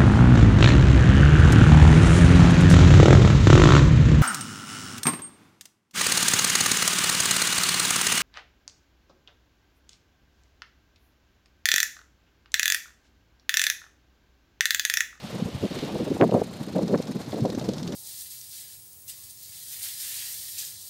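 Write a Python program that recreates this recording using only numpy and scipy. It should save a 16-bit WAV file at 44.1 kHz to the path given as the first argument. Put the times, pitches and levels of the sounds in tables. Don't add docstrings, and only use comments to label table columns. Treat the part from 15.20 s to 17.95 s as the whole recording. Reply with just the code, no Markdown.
import sys
import numpy as np
from scipy import signal
from scipy.fft import rfft, irfft, next_fast_len
from scipy.io import wavfile
from scipy.ndimage import map_coordinates

SR = 44100
rng = np.random.default_rng(int(sys.argv[2]) if len(sys.argv) > 2 else 0)


def wrap_up_sound(samples):
    columns = np.atleast_2d(samples).T
    tamed = np.clip(columns, -1, 1)
    steps = np.round(tamed * 32767).astype(np.int16)
    wavfile.write(sys.argv[1], SR, steps)


N = 121275
T = np.arange(N) / SR


def amp(db):
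    return 10 ** (np.asarray(db) / 20)


def unit(x):
    return x / np.sqrt(np.mean(x ** 2) + 1e-20)


def curve(rows):
    return np.interp(T, *np.transpose(rows))


def wobble(per_second):
    return map_coordinates(rng.standard_normal(int(N * per_second / SR) + 4), [T * per_second])


def filtered(x, gain_at):
    size = next_fast_len(N + 8192)
    return irfft(rfft(x, size) * gain_at(np.fft.rfftfreq(size, 1 / SR)), size)[:N]


def tone_gain(tone, hz):
    points_hz, db = np.transpose(tone)
    return amp(np.interp(np.log(hz + 1), np.log(points_hz), db))


def noise(tone):
    return unit(filtered(rng.standard_normal(N), lambda hz: tone_gain(tone, hz)))


def resonance(centre_hz, width_hz):
    hiss = rng.standard_normal(N)
    return unit(filtered(hiss, lambda hz: 1 / (1 + (2 * (hz - centre_hz) / width_hz) ** 2)))


def pulses(times, rise_s, hold_s, fade_s, scatter_db=1.2):
    out = np.zeros(N)
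    for at, db in zip(times, scatter_db * rng.standard_normal(len(times))):
        rise = np.clip((T - at) / rise_s + 1, 0, 1)
        out += rise * amp(db - 60 * np.clip((T - at - hold_s) / fade_s, 0, 2))
    return out


# (time [s], level [dB])
WASH_LEVEL = [(0, -47), (.13, -43.5), (.28, -47.5), (.37, -44.5), (.48, -43), (.6, -40), (.72, -44.5),
              (.85, -45), (.95, -48), (1.3, -53.5), (2.0, -54), (2.13, -52.5), (2.3, -56.5), (2.75, -58.5)]
# (frequency [Hz], level [dB])
WATER_TONE = [(200, -0.5), (700, 3), (1500, -3.5), (2400, -1), (3500, 1), (5000, -5), (8000, -16),
              (15000, -25.5)]
# (time [s], level [dB], fade time [s])
SLAPS = [(0.589, -33.5, 0.063), (0.878, -41, 0.039), (1.112, -37, 0.028), (2.121, -37.5, 0.055),
         (2.413, -43, 0.034)]

def water():
    spray = amp(0.654 * wobble(30.744) + 1.41 * wobble(400))
    wash = amp(curve(WASH_LEVEL)) * unit(spray * noise(WATER_TONE))
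    slaps = sum(amp(db) * pulses([at], 0.00187, 0, fade_s) for at, db, fade_s in SLAPS)
    return wash + slaps * noise(WATER_TONE)


def clink(at_s=0.53, db=-39.5):
    return amp(db) * pulses([at_s], 0.0019, 0, fade_s=0.01) * resonance(4200, width_hz=300)


# (frequency [Hz], level [dB])
WIND_TONE = [(25, -49.5), (50, -46.5), (80, -23), (125, -6.5), (180, 1), (260, 0), (350, -2), (490, 1),
             (650, -0.5), (1500, -7)]

def eddies(cutoff_hz, size, steepness=3.67):
    hz = np.fft.rfftfreq(size, 1 / SR)
    gain = tone_gain(WIND_TONE, hz) / np.sqrt(1 + ((hz + 1) / cutoff_hz) ** (2 * steepness))
    random_phases = np.exp(2j * np.pi * rng.random(len(hz)))
    return unit(irfft(gain * random_phases, size))


# (time [s], level [dB])
BREEZE_LEVEL = [(0, -47.5), (.2, -44), (.38, -50), (.55, -44), (.85, -32), (.97, -33.5), (1.06, -27.5),
                (1.27, -40), (1.36, -46), (1.5, -36), (1.7, -28), (1.85, -39), (2.05, -41), (2.2, -38),
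                (2.45, -37), (2.65, -41.5), (2.75, -33)]
# (time [s], length [s], level [dB], cutoff [Hz])
BUFFETS = [(0.049, 0.0177, -34, 128), (0.149, 0.0228, -29, 352), (0.204, 0.0249, -32, 627),
           (0.23, 0.0189, -24, 219), (0.281, 0.0377, -34.5, 493), (0.26, 0.0101, -24.5, 78),
           (.35, 0.0159, -27, 104), (0.448, 0.0242, -21.5, 441), (0.439, 0.038, -34, 72),
           (0.518, 0.0119, -27, 286), (0.571, 0.0367, -31.5, 419), (0.638, 0.0206, -26.5, 417),
           (.668, 0.016, -35.5, 504), (0.695, 0.029, -34.5, 900), (0.752, 0.021, -35.5, 70),
           (.756, 0.022, -25.5, 478), (0.804, 0.0192, -24, 430), (0.829, 0.0091, -25.5, 341),
           (0.877, 0.0174, -27, 572), (.917, 0.0134, -19.5, 327), (0.969, 0.005, -29, 763),
           (1.021, 0.0229, -13, 582), (1.039, 0.0185, -16.5, 564), (1.095, 0.0105, -24, 682),
           (1.128, 0.0175, -21.5, 546), (1.148, 0.01085, -12.5, 518), (1.17, 0.0253, -19, 558),
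           (1.199, 0.0078, -25.5, 528), (1.22, 0.00637, -17, 512), (1.29, 0.0694, -39.5, 264),
           (1.414, 0.0233, -31, 254), (1.487, 0.0216, -36, 497), (1.567, 0.01946, -20.5, 589),
           (1.593, 0.0089, -19.5, 613), (1.616, 0.0217, -26, 490), (1.706, 0.0264, -27.5, 527),
           (1.742, 0.0174, -16, 483), (1.758, 0.0074, -19, 423), (1.802, 0.00655, -20, 423),
           (1.899, .028, -28.5, 310), (1.961, 0.0149, -25, 346), (2.133, 0.00645, -24.5, 692),
           (2.146, 0.0067, -23.5, 486), (2.182, 0.0411, -29, 481), (2.226, 0.023, -20.5, 188),
           (2.259, 0.0225, -22, 551), (2.299, 0.0128, -26.5, 458), (2.347, 0.0112, -27, 290),
           (2.38, 0.008, -22.5, 385), (2.423, 0.0144, -30.5, 504), (2.458, 0.0106, -33, 584),
           (2.493, 0.0133, -22.5, 422), (2.53, 0.0394, -33.5, 383), (2.607, 0.06, -33, 241),
           (2.731, 0.0227, -31.5, 270)]

def wind():
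    flutter = amp(4.35 * wobble(44.786))
    out = amp(curve(BREEZE_LEVEL)) * unit(flutter * eddies(cutoff_hz=335, size=N))
    squareness = 2.088
    for at, length, db, cutoff_hz in BUFFETS:
        near = np.flatnonzero(abs(T - at) < .08)
        bell = np.exp(-2 * abs((T[near] - at) / length) ** squareness)
        strength = amp(db) * np.sqrt(np.mean(bell ** 2))
        out[near] += strength * unit(bell * eddies(cutoff_hz, len(near)))
    return out


# (time [s], level before the bass cut [dB], cutoff [Hz])
POPS = [(.7565, -22, 700), (1.0129, -8.5, 2063), (1.0166, -9.5, 430), (1.0239, -8.5, 1195),
        (1.041, -12, 740), (1.124, -17, 700), (1.1433, -11.5, 740), (1.1527, -10.5, 515),
        (1.7428, -11.5, 467), (1.748, -19, 1220), (1.759, -14.5, 465), (2.252, -13.5, 594),
        (2.412, -31.5, 1090), (2.49, -20, 520)]
# (time [s], length [s], level [dB])
CRACKLES = [(1.024, .02, -27.5), (1.16, 0.0193, -44), (1.748, 0.0125, -34.5)]
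# (frequency [Hz], level [dB])
CRACKLE_TONE = [(400, -11), (900, 2.5), (1400, -1), (2000, -10.5), (2800, -19.5), (4500, -48)]

def wind_pops():
    swings = np.zeros(N)
    for at, db, cutoff_hz in POPS:
        phase = (T - at) * np.pi * cutoff_hz
        swings += amp(db) * 2 * phase * np.exp(-phase ** 2)
    bass_cut = signal.butter(2, 120, "high", fs=SR, output="sos")
    bursts = sum(amp(db) * np.exp(-2 * ((T - at) / length) ** 2) for at, length, db in CRACKLES)
    crackle = unit(amp(4 * wobble(600)) * noise(CRACKLE_TONE))
    return signal.sosfilt(bass_cut, swings) + bursts * crackle


# (frequency [Hz], level [dB])
WHIRR_TONE = [(25, -23), (80, -1), (140, 12), (240, 8), (380, -7.5), (550, 11.5), (900, 5), (1500, -1.5),
              (2400, -7), (3100, -12.5), (4100, -9), (7000, -10.5), (10000, -16.5), (12500, -16),
              (15500, -26.5)]

def whirr(db=-46.5):
    return amp(db + 3.5 * wobble(70)) * noise(WHIRR_TONE)


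# (time [s], speed [cycles/s])
IDLE_SPEED = [(0, 10.0), (.75, 10.1), (1.2, 10.27), (1.7, 10.3), (1.9, 10.47), (2.15, 10.42), (2.35, 10.68),
              (2.75, 10.72)]

def cycle_times(place, start_place=.447):
    cycles = start_place + np.cumsum(curve(IDLE_SPEED)) / SR
    marks = np.arange(int(cycles[-1]) + 1) + place
    return np.interp(marks[(marks > cycles[0]) & (marks < cycles[-1])], cycles, T)


# (frequency [Hz], level [dB])
EXHAUST_TONE = [(30, -39.5), (70, -9), (130, 4.5), (220, -8.5), (450, -11.5), (1200, -30), (4000, -71)]

def exhaust(db=-42):
    puffs = pulses(cycle_times(0.7006), rise_s=0.0034, hold_s=0.00845, fade_s=0.502)
    return amp(db) * puffs * noise(EXHAUST_TONE)


# (place in the cycle [0-1], level [dB], hold time [s], fade time [s])
VALVES = [(.92, -47.5, 0.00666, 0.061), (0.3, -49, 0.00294, 0.031)]
# (time [s], added level [dB])
VALVE_SWELL = [(0, -4), (.8, -0.5), (1.25, 1), (1.7, -1.5), (2.05, -0.5), (2.3, -3.5), (2.75, -5.5)]
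# (frequency [Hz], level [dB])
VALVE_TONE = [(2500, 7.5), (4300, 5), (6000, -2.5), (7500, -1), (8200, -5.5), (9200, 0), (10300, -8.5),
              (11600, -1.5), (15000, -8)]
# (frequency [Hz], width [Hz], level against the scrape [dB])
VALVE_RINGS = [(6470, 240, -12), (7430, 540, -10), (8895, 400, -8), (11140, 340, -18), (12200, 600, -18)]

def valves():
    chirps = sum(amp(db) * pulses(cycle_times(place), 0.0016, hold_s, fade_s)
                 for place, db, hold_s, fade_s in VALVES)
    ring = sum(amp(db) * resonance(hz, width) for hz, width, db in VALVE_RINGS)
    return amp(curve(VALVE_SWELL)) * chirps * unit(noise(VALVE_TONE) + ring)


# (frequency [Hz], width [Hz], level [dB])
CASING_RINGS = [(3750, 300, -60), (4255, 170, -57), (4875, 130, -63), (6370, 140, -68)]
# (time [s], added level [dB])
CASING_SWELL = [(0, -2.5), (.9, -1.5), (1.3, 0), (2.75, -1.5)]

def casing(turns, trim_db=-2):
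    strikes = unit(pulses(turns, rise_s=0.0043, hold_s=0, fade_s=0.415))
    ring = sum(amp(db) * resonance(hz, width) for hz, width, db in CASING_RINGS)
    return amp(trim_db + curve(CASING_SWELL)) * strikes * ring


# (time [s], level [dB])
CLACK_FORCE = [(0, -62), (1.0, -52.5), (1.5, -52.5), (1.68, -43), (2.08, -47), (2.35, -38.5), (2.5, -37.5),
               (2.6, -40), (2.75, -38)]
# (frequency [Hz], level [dB])
CLACK_TONE = [(500, 9.5), (1500, 0), (2600, -1), (3600, 5.5), (5500, 5), (7500, -2.5), (10000, -12.5),
              (15000, -19)]
# (frequency [Hz], width [Hz], level against the tone [dB])
CLACK_BANDS = [(3972, 590, -10.5), (5240, 1380, -14)]

def clacks(turns, rise_s=.0025, fade_s=0.0126):
    force_db = curve(CLACK_FORCE)
    blow = pulses(turns, rise_s, hold_s=.002, fade_s=fade_s)
    tail = amp(-12) * pulses(turns, rise_s, hold_s=0, fade_s=0.337)
    rebound = amp(-17) * pulses(turns + 0.0078, rise_s, hold_s=0, fade_s=fade_s)
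    bands = sum(amp(db + 5 * wobble(20.988)) * resonance(hz, width) for hz, width, db in CLACK_BANDS)
    roughness = amp(3 * wobble(900))
    metal = unit(roughness * (noise(CLACK_TONE) + bands))
    dull = filtered(metal, lambda hz: 1 / (1 + (hz / 7950) ** 10))
    treble = amp(0.25 * (force_db - force_db.max())) * (metal - dull)
    return amp(force_db) * (blow + tail + rebound) * (dull + treble)


def engine():
    turns = np.sort(np.r_[cycle_times(0), cycle_times(.5)])
    return whirr() + exhaust() + valves() + casing(turns) + clacks(turns)


def scene():
    return (water() + clink() + wind() + wind_pops() + engine())[None]


def record(dry, top_hz=15580):
    return np.array([filtered(channel, lambda hz: hz < top_hz) for channel in dry])


dry = scene()
out = record(dry)
wrap_up_sound(out)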